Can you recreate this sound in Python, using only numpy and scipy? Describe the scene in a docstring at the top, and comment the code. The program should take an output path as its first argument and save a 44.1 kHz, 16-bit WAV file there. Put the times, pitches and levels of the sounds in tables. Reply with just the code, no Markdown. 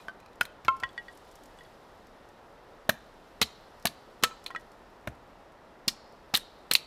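"""In a snowy forest, an axe splits dry kindling on a chopping block a few metres from the microphone.
Each blow is a soft push that sets block, ground and billet ringing; tearing fibres are runs of noisy cracks.
Split sticks knock on the pile and ring in their bending modes; chips tick as short puffs of grains.
Trunks scatter back a tail of fading noise. Below lie a steady forest hush and a rustle of noise and crackles:
first the dying tail of an earlier chop, then the handling of sleeves and wood."""
import sys
import numpy as np
from scipy import signal
from scipy.io import wavfile

SR = 44100
rng = np.random.default_rng(int(sys.argv[2]) if len(sys.argv) > 2 else 0)


def wav_record(signal):
    """Record a signal, one row per channel, as 16-bit PCM in the file named by sys.argv[1]."""
    frames = np.transpose(np.atleast_2d(signal))
    bounded = np.clip(frames, -1, 1)
    # unit amplitude maps onto the largest positive 16-bit level
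    quanta = np.round(bounded * 32767).astype(np.int16)
    wavfile.write(sys.argv[1], SR, quanta)


def volts_from_decibels(level):
    """Turn decibel levels (scalar or array-like) into linear amplitude factors."""
    exponent = np.asarray(level, float) / 20
    return 10 ** exponent


N = 302526   # length of the scene in samples

# colour of the forest hush: pitch_hz, level_db (per Hz)
HUSH_COLOUR = [(15, -30), (25, 0), (97, -10), (166, -8.5), (212, -8), (384, -6), (734, -4), (796, -5.5),
               (1940, -17), (2480, -24), (5000, -35), (7310, -69.5), (14800, -43), (16000, -46)]
# colour of the rustle: pitch_hz, level_db (per Hz)
RUSTLE_COLOUR = [(1500, -11.5), (3500, 17.5), (8000, 3.5), (16000, -0.5)]
# level of the rustle, first the dying tail of an earlier chop, then handling of sleeves and wood:
# time_s, level_db
RUSTLE_LEVEL = [(0, -63.5), (0.16, -72.5), (0.5, -73), (1.2, -66), (1.7, -68), (2.4, -71.5), (3.5, -68.5),
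                (4.601, -70), (5.599, -73.5), (6.86, -69.5)]
# split sticks by name, each a list of bending modes: pitch_hz, level_db, t60_s (time to fall by 60 dB)
STICK_MODES = { "short": [(685, -15, 0.18), (1200, -5.5, 0.055), (1534, 2.5, 0.08), (3068, -9, 0.07),
               (4570, -9.5, 0.04)], "struck": [(1443, -1.5, 0.083), (1480, -16, 0.032), (2350, -27, 0.028),
               (2596, -1, 0.041), (3010, 2, 0.017), (4960, -13, 0.11)], "thick": [(1060, -2.5, 0.19),
               (1349, 1.5, 0.087), (2170, -2.5, 0.039), (2616, -4.5, 0.038), (3130, -10.5, 0.068)],
               "thin": [(1623, -17.5, 0.09), (1910, -2.5, 0.069), (2954, -18, 0.083), (3390, -10.5, 0.059),
               (4540, -11, 0.035), (6100, -19, 0.012), (8100, -10, 0.0099)], "long": [(489, -19.5, 0.18),
               (1030, -10.5, 0.1), (1311, 2.5, 0.13), (2460, -7, 0.097), (4030, -14.5, 0.17)], }
# sticks being knocked: start_s, level_db, spot along the stick (0 end, 0.5 middle),
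# share of its free ring time, stick name
STICK_KNOCKS = [(0.001, -42, 0.17, 0.96, "long"), (0.0836, -27, 0.024, 0.36, "short"),
                (0.094, -38, 0.049, 1, "short"), (0.201, -43.5, 0.18, 0.3, "long"),
                (0.261, -40.5, 0.19, 0.21, "long"), (0.228, -45, .17, .3, "long"),
                (0.283, -46, 0.18, 0.25, "long"), (0.332, -47, 0.15, .3, "long"),
                (0.411, -12.5, 0.036, 0.52, "struck"), (0.6827, -13.5, 0.021, 0.89, "thick"),
                (0.803, -43, 0.024, 1, "thick"), (0.828, -31, 0.13, 0.21, "thick"),
                (0.836, -24.5, 0.18, 0.55, "thick"), (0.835, -16.5, 0.073, 0.91, "thin"),
                (0.891, -38, 0.25, 0.63, "thin"), (0.978, -23, 0.019, 1, "thin"),
                (1.083, -33, 0.021, 1, "thin"), (1.588, -39, 0.29, 0.75, "thin"),
                (1.650, -46, 0.22, 0.83, "thin"), (1.608, -39, 0.029, 0.77, "thin"),
                (4.238, -21, 0.025, 1, "long"), (4.311, -30.5, 0.14, 0.92, "long"),
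                (4.462, -27, 0.17, 0.51, "long"), (4.505, -32.5, 0.14, 0.3, "thick"),
                (4.511, -36, 0.039, 0.82, "thin"), (4.549, -28.5, 0.042, 0.47, "long"),
                (4.561, -20.5, 0.091, 0.71, "thin")]
# tail scattered by the forest: pitch_hz, near_db, near_t60_s, far_db, far_t60_s
FOREST_TAIL = [(300, -7.5, 0.16, -45, .5), (1000, -28, .12, -27, 0.49), (2480, -28, 0.29, -33, 0.39),
               (4500, -18, 0.11, -33, 0.97), (8000, -14.5, 0.16, -33.5, 0.39),
               (14100, -22.5, 0.16, -52, 0.12)]
# ticks and rustles of chips, bark and snow: start_s, level_db, centre_hz
CHIP_TICKS = [(0.081, -53, 4560), (0.2004, -55, 6970), (0.2598, -61, 4510), (0.3306, -61, 5470),
              (0.355, -58.5, 5530), (0.43, -41, 5000), (0.7647, -51, 4860), (0.8, -45, 4370),
              (1.1124, -59, 7940), (1.1255, -59, 10200), (1.1735, -50, 5200), (1.312, -53.5, 7750),
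              (1.354, -46.5, 5165), (1.4346, -51, 8690), (1.4554, -52.5, 8020), (1.5713, -59, 6200),
              (1.633, -55, 5040), (2.0687, -59, 4970), (2.2877, -56.5, 4950), (3.7974, -56, 4620),
              (3.825, -53, 4630), (4.4395, -48, 5470), (4.505, -51, 4960), (4.5954, -57.5, 7000),
              (4.6084, -57, 5650), (4.716, -56, 4400), (5.0845, -52, 9250), (5.1503, -59, 4780),
              (5.5196, -62, 4600), (6.1226, -64, 4700)]
# fibres tearing in runs of breaks: main_break_s, splinter_db, crunch_db, snap_db, length_s
FIBRE_TEARS = [(0.4105, -34, -21.5, -24, .006), (0.453, -43, -44, -38, .01),
               (0.649, -42.5, -40.5, -44, .02), (0.682, -41, -37, -67, .008), (2.894, -23, -15.5, -14, .01),
               (3.4161, -12, -19, -25, .012), (3.426, -25.5, -40, -21, .012), (3.855, -18, -21, -14, .012),
               (3.8705, -27.5, -43.5, -27, .006), (4.2264, -39, -36, -44.5, .006),
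               (4.2365, -11.5, -16, -15, .008), (4.463, -33, -46, -37, .015),
               (5.0739, -51, -30.5, -40, .006), (5.8804, -17, -33.5, -19.5, .008),
               (5.8837, -26, -36, -26, .014), (6.3405, -22, -25.5, -29, .008),
               (6.347, -20.5, -32, -24.5, .006), (6.3523, -21.5, -33, -21, .016),
               (6.362, -32, -45, -23.5, .012), (6.3727, -30.5, -33.5, -20, .006),
               (6.7129, -16.5, -22.5, -18, .014), (6.736, -26.5, -49, -12.5, .006),
               (6.7523, -13.5, -36, -16.5, .012)]
# the breaks of every run, a lead-in, the main break, then ever weaker ones, the last two longer:
# place along the run (0-1), level_db, t60_s
RUN_BREAKS = [(0, -18, .03), (0, 2, .016), (0.298, -6, 0.012), (.62, -12, .025), (1.0, -17.5, 0.044)]
# resonances of the split faces: pitch_hz, width_hz, level_db
FACE_PEAKS = [(3109, 1130, -1), (4354, 886, 12.5), (5330, 2700, -6.5)]
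# low crunch of the billet as it tears: pitch_hz, width_hz, level_db
CRUNCH_PEAKS = [(1220, 660, 8), (1710, 310, 14), (2133, 1200, 3)]
# blows into the block: start_s, thud_db, knock_db, boom_db (of the ground), billet_hz
AXE_BLOWS = [(0.4105, -44, -35.5, -49, 680), (0.649, -60, -49, -38, 590), (0.6815, -67, -61, -38, 750),
             (0.828, -47, -35.5, -36, 744), (2.8915, -24, -15.5, -49.5, 632), (3.415, -25.5, -25, -29, 454),
             (3.852, -25.5, -20, -43, 687), (4.229, -28, -35.5, -55, 476), (4.238, -46.5, -27.5, -42, 680),
             (5.073, -29, -28.5, -26, 620), (5.876, -28, -34, -52, 507), (6.338, -28.5, -26.5, -51, 792),
             (6.7115, -37, -30.5, -40.5, 474)]
# modes of the chopping block: pitch_hz, level_db, t60_s
BLOCK_MODES = [(236, -1.5, 0.048), (327.4, -3.5, 0.036)]
# modes of the frozen ground: pitch_hz, level_db, t60_s
GROUND_MODES = [(68.5, -3.5, 0.17), (119.4, -1.5, 0.074)]
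# modes of the struck billet: multiple of the billet pitch, level_db, t60_s
BILLET_MODES = [(.62, -14.5, 0.031), (1.001, 3.5, 0.027), (1.5, -16.5, .02)]

HUSH_DB = -54
# crackle rate at a given rustle level; dB of rate per dB of rustle
CRACKLES_PER_S, CRACKLE_AT_DB, CRACKLE_FOLLOWS = 93, -70.5, 1.5
# the end of a stick lands with its whole weight, a soft contact;
# knocks toward the middle glance off, briefer and brighter
CONTACT_HZ, OCTAVES_ALONG = 2940, 9.3   # contact cutoff at the end; octaves it climbs per unit of spot
TICK_T60_S = .035
SPLINTER_HZ, SPLINTER_SPREAD_OCTAVES = 4256, 0.16
BREAK_SPREAD_DB, BREAK_JITTER = 2.0, .08   # chance in level; chance in timing as a share of the place
LEAD_S = .002   # the lead-in comes this long before the main break
BASS_CUT_HZ, MIC_HIGH_HZ = 80, 14510


def rms_one(x):
    """Scale to an average strength (rms) of 1."""
    return x / np.sqrt(np.mean(x ** 2) + 1e-20)


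def bands(first_hz=22):
    """Half-octave band-passes as (centre Hz, filter sections)."""
    edges = first_hz * 2 ** np.arange(0, 10, .5)
    return [(np.sqrt(low * high), signal.butter(2, [low, high], "band", fs=SR, output="sos"))
            for low, high in zip(edges, edges[1:])]


def at_hz(points, hz, axis=1):
    """Read a column of a table between its rows, along log frequency."""
    points = np.array(points)
    return np.interp(np.log(hz), np.log(points[:, 0]), points[:, axis])


def drift(rate):
    """Slow random wander: straight lines between knots of rms 1, at most 39 knots a second."""
    knots = rng.standard_normal(int(N / SR * 40) + 2)
    return np.interp(np.arange(N) / SR * min(rate, 39), np.arange(len(knots)), rms_one(knots))


def resonate(x, peaks):
    """Parallel resonances, scaled so that white noise keeps its rms."""
    out, power = 0, 0
    for k, (hz, width, db) in enumerate(peaks):
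        r = np.exp(-np.pi * width / SR)
        top = [(1 - r * r) / 2, 0, (r * r - 1) / 2]
        bottom = [1, -2 * r * np.cos(2 * np.pi * hz / SR), r * r]
        # the sign alternates from peak to peak
        out = out + (-1) ** k * volts_from_decibels(db) * signal.lfilter(top, bottom, x)
        power += volts_from_decibels(2 * db) * np.pi * width / SR
    return out / np.sqrt(power)


def burst(t60, rise_s):
    """Envelope with a top of 1: a quick rise, then an exponential fall."""
    t60 = max(t60, .004)
    t = np.arange(int(1.2 * t60 * SR)) / SR
    shape = (1 - np.exp(-t / rise_s)) * volts_from_decibels(-60 * t / t60)
    return shape / shape.max()


def add(out, s, piece):
    """Mix a piece in at time s."""
    at = round(s * SR)
    out[at:at + len(piece)] += piece[:N - at]


def grains(spread_db):
    """Dense breaks of uneven size and random sign; rms 1."""
    size_db = spread_db * np.minimum(rng.exponential(1, N), 5)
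    return rms_one(rng.choice([-1, 1], N) * volts_from_decibels(size_db))


def coloured(spectrum, patchy_db, rate):
    """Hush or rustle: noise in bands that each flicker on their own; rms 1."""
    white = rng.standard_normal((2, N))
    out = 0
    for k, (hz, sos) in enumerate(bands()):
        gain = volts_from_decibels(at_hz(spectrum, hz) + patchy_db * drift(rate))
        # neighbouring bands take different noise
        out = out + gain * signal.sosfilt(sos, white[k % 2])
    return rms_one(out)


def crackle(per_s, spread_db=0.0):
    """Tiny chance ticks, each a few ms of hiss in one of several treble bands."""
    size = volts_from_decibels(spread_db * np.minimum(rng.exponential(1, N), 3))
    born = (rng.random(N) < per_s / SR) * size
    envelope = signal.fftconvolve(born, burst(0.011, rise_s=.0005))[:N]
    puffs = envelope * rng.standard_normal(N)
    # each new tick moves the hiss to the next band
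    dealt = np.cumsum(born > 0) % 4
    return sum(resonate(puffs * (dealt == k), [(hz, 3000, 0)])
               for k, hz in enumerate((5000, 8400, 11000, 13500)))


def sticks(tumble_db=3.0, scuff_db=-22):
    """A harder contact reaches higher modes, a knock near a node leaves that mode out, the pile damps the ring."""
    out, scuff = np.zeros((2, N))
    t = np.arange(SR // 3) / SR
    # a tumbling stick turns each mode toward the microphone and away
    tumble = volts_from_decibels(tumble_db * drift(39))
    for s, db, spot, free, stick in STICK_KNOCKS:
        cut_hz = CONTACT_HZ * 2 ** (OCTAVES_ALONG * spot)
        onset = 1 - np.exp(-np.pi * cut_hz * t)
        add(scuff, s, volts_from_decibels(db + scuff_db) * burst(0.031, rise_s=0.000297))
        for k, (hz, mode_db, t60) in enumerate(STICK_MODES[stick]):
            reach = np.cos(np.pi * (k + 1) * spot) / (1 + (hz / cut_hz) ** 2)
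            # each mode reads the tumbling a second later, so modes turn differently
            turn = np.roll(tumble, -round((s + k) * SR))[:len(t)]
            fall = volts_from_decibels(db + mode_db - 60 * t / (free * t60))
            add(out, s, reach * onset * turn / turn[0] * fall * np.sin(2 * np.pi * hz * t))
    # rough faces scuff as they meet
    scuff_band = signal.butter(2, [900, 5000], "band", fs=SR, output="sos")
    return out + signal.sosfilt(scuff_band, scuff * grains(spread_db=6.0))


def forest(x, gap_s=0.0068):
    """The hut and near trunks scatter back a short tail, the far forest a faint long one."""
    t = np.arange(2 * SR // 3) / SR
    white, tail = rng.standard_normal((2, len(t))), 0
    for k, (hz, sos) in enumerate(bands()):
        near = volts_from_decibels(at_hz(FOREST_TAIL, hz) - 60 * t / at_hz(FOREST_TAIL, hz, axis=2))
        far = volts_from_decibels(at_hz(FOREST_TAIL, hz, axis=3) - 60 * t / at_hz(FOREST_TAIL, hz, axis=4))
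        tail = tail + (near + far) * signal.sosfilt(sos, white[k % 2])
    # the tail fades in
    tail = tail * (1 - np.exp(-t / gap_s)) / np.sqrt(SR / 100)
    return signal.fftconvolve(x, tail)[:N]


def ticks():
    """Chips, bark and snow make short broad puffs of grains around a centre pitch."""
    out, grit = np.zeros(N), grains(spread_db=7.0)
    for s, db, hz in CHIP_TICKS:
        shape, at = volts_from_decibels(db) * burst(TICK_T60_S, rise_s=0.00034), round(s * SR)
        puff = shape * grit[at:at + len(shape)]
        add(out, s, resonate(puff, [(hz, 900, 0), (4500, 12000, -7)]))
    return out


def cracks(first_db=16, faces_db=1.5, width_hz=1100, snap_fall=1.75):
    """Each break opens with one strong fibre; it shakes splinter, split faces and billet, and snaps into the air."""
    faces, crunch, snap, splinters = np.zeros((4, N))
    grit = grains(spread_db=0.5)
    chance = rng.standard_normal((len(FIBRE_TEARS), len(RUN_BREAKS), 3))
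    for (start, splinter_db, crunch_db, snap_db, length), draws in zip(FIBRE_TEARS, chance):
        for k, ((place, db, t60), (late, loud, pitch)) in enumerate(zip(RUN_BREAKS, draws)):
            s = start + length * place * (1 + BREAK_JITTER * late) - LEAD_S * (k == 0)
            shape, at = burst(t60, rise_s=.0001), round(s * SR)
            tear = shape * grit[at:at + len(shape)]
            tear[3] = volts_from_decibels(first_db)   # the strong fibre
            # every break but the main one varies in level
            tear = tear * volts_from_decibels(db + BREAK_SPREAD_DB * loud * (k != 1))
            hz = SPLINTER_HZ * 2 ** (SPLINTER_SPREAD_OCTAVES * pitch)
            splinter = resonate(np.pad(tear, (0, 600)), [(hz, width_hz, 0)])
            add(splinters, s, volts_from_decibels(splinter_db) * splinter)
            add(faces, s, volts_from_decibels(splinter_db + faces_db) * tear)
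            add(crunch, s, volts_from_decibels(crunch_db) * tear)
            # the airborne snap dies sooner than the wood
            add(snap, s, volts_from_decibels(snap_db) * tear * shape ** snap_fall)
    # the tiny offset keeps the filters from slowing down in silence
    faces = resonate(faces + 1e-18, FACE_PEAKS)
    crunch = resonate(crunch + 1e-18, CRUNCH_PEAKS)
    snap = signal.sosfilt(signal.butter(2, 6000, "high", fs=SR, output="sos"), snap + 1e-18)
    return splinters + faces + crunch + snap


def ring(push, modes):
    """A unit click sets every mode ringing at its height; no mode rings longer than 0.5 s."""
    out = 0
    for hz, db, t60 in modes:
        r, w = volts_from_decibels(-60 / (min(t60, .5) * SR)), 2 * np.pi * hz / SR
        top, bottom = [0, volts_from_decibels(db) * np.sin(w)], [1, -2 * r * np.cos(w), r * r]
        out = out + signal.lfilter(top, bottom, push + 1e-18)
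    return out


def blows():
    """Block and frozen ground get a soft push, the billet a shorter one."""
    thud, boom, knocks = np.zeros((3, N))
    for s, thud_db, knock_db, boom_db, billet_hz in AXE_BLOWS:
        # push lengths are in samples
        add(thud, s, volts_from_decibels(thud_db) * np.hanning(40) / 20)
        add(boom, s, volts_from_decibels(boom_db) * np.hanning(120) / 60)
        push = np.pad(volts_from_decibels(knock_db) * np.hanning(14) / 7, (0, 3000))
        add(knocks, s, ring(push, [(ratio * billet_hz, db, t60) for ratio, db, t60 in BILLET_MODES]))
    return ring(thud, BLOCK_MODES) + ring(boom, GROUND_MODES) + knocks


def scene():
    """Wood sounds with their scattered tail over hush and rustle."""
    hush = volts_from_decibels(HUSH_DB) * coloured(HUSH_COLOUR, patchy_db=0.3, rate=5.4)
    rustle_db = np.interp(np.arange(N) / SR, *np.transpose(RUSTLE_LEVEL))
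    # a louder rustle also crackles more often
    per_s = CRACKLES_PER_S * volts_from_decibels(CRACKLE_FOLLOWS * (rustle_db - CRACKLE_AT_DB))
    texture = coloured(RUSTLE_COLOUR, patchy_db=0.75, rate=14) + volts_from_decibels(-7.0) * crackle(per_s)
    rustle = volts_from_decibels(rustle_db) * texture
    wood = sticks() + ticks() + cracks() + blows()
    # small bodies radiate no deep bass
    wood = signal.sosfilt(signal.butter(4, BASS_CUT_HZ, "high", fs=SR, output="sos"), wood)
    return (wood + forest(wood) + hush + rustle)[None]


def roll_off(x):
    """The treble ends steeply here."""
    return signal.sosfilt(signal.butter(12, 16990, fs=SR, output="sos"), x)


def record(dry):
    """The microphone rolls off at the top."""
    heard = signal.sosfilt(signal.butter(8, MIC_HIGH_HZ, fs=SR, output="sos"), dry)
    return roll_off(heard)


dry = scene()
out = record(dry)
wav_record(out)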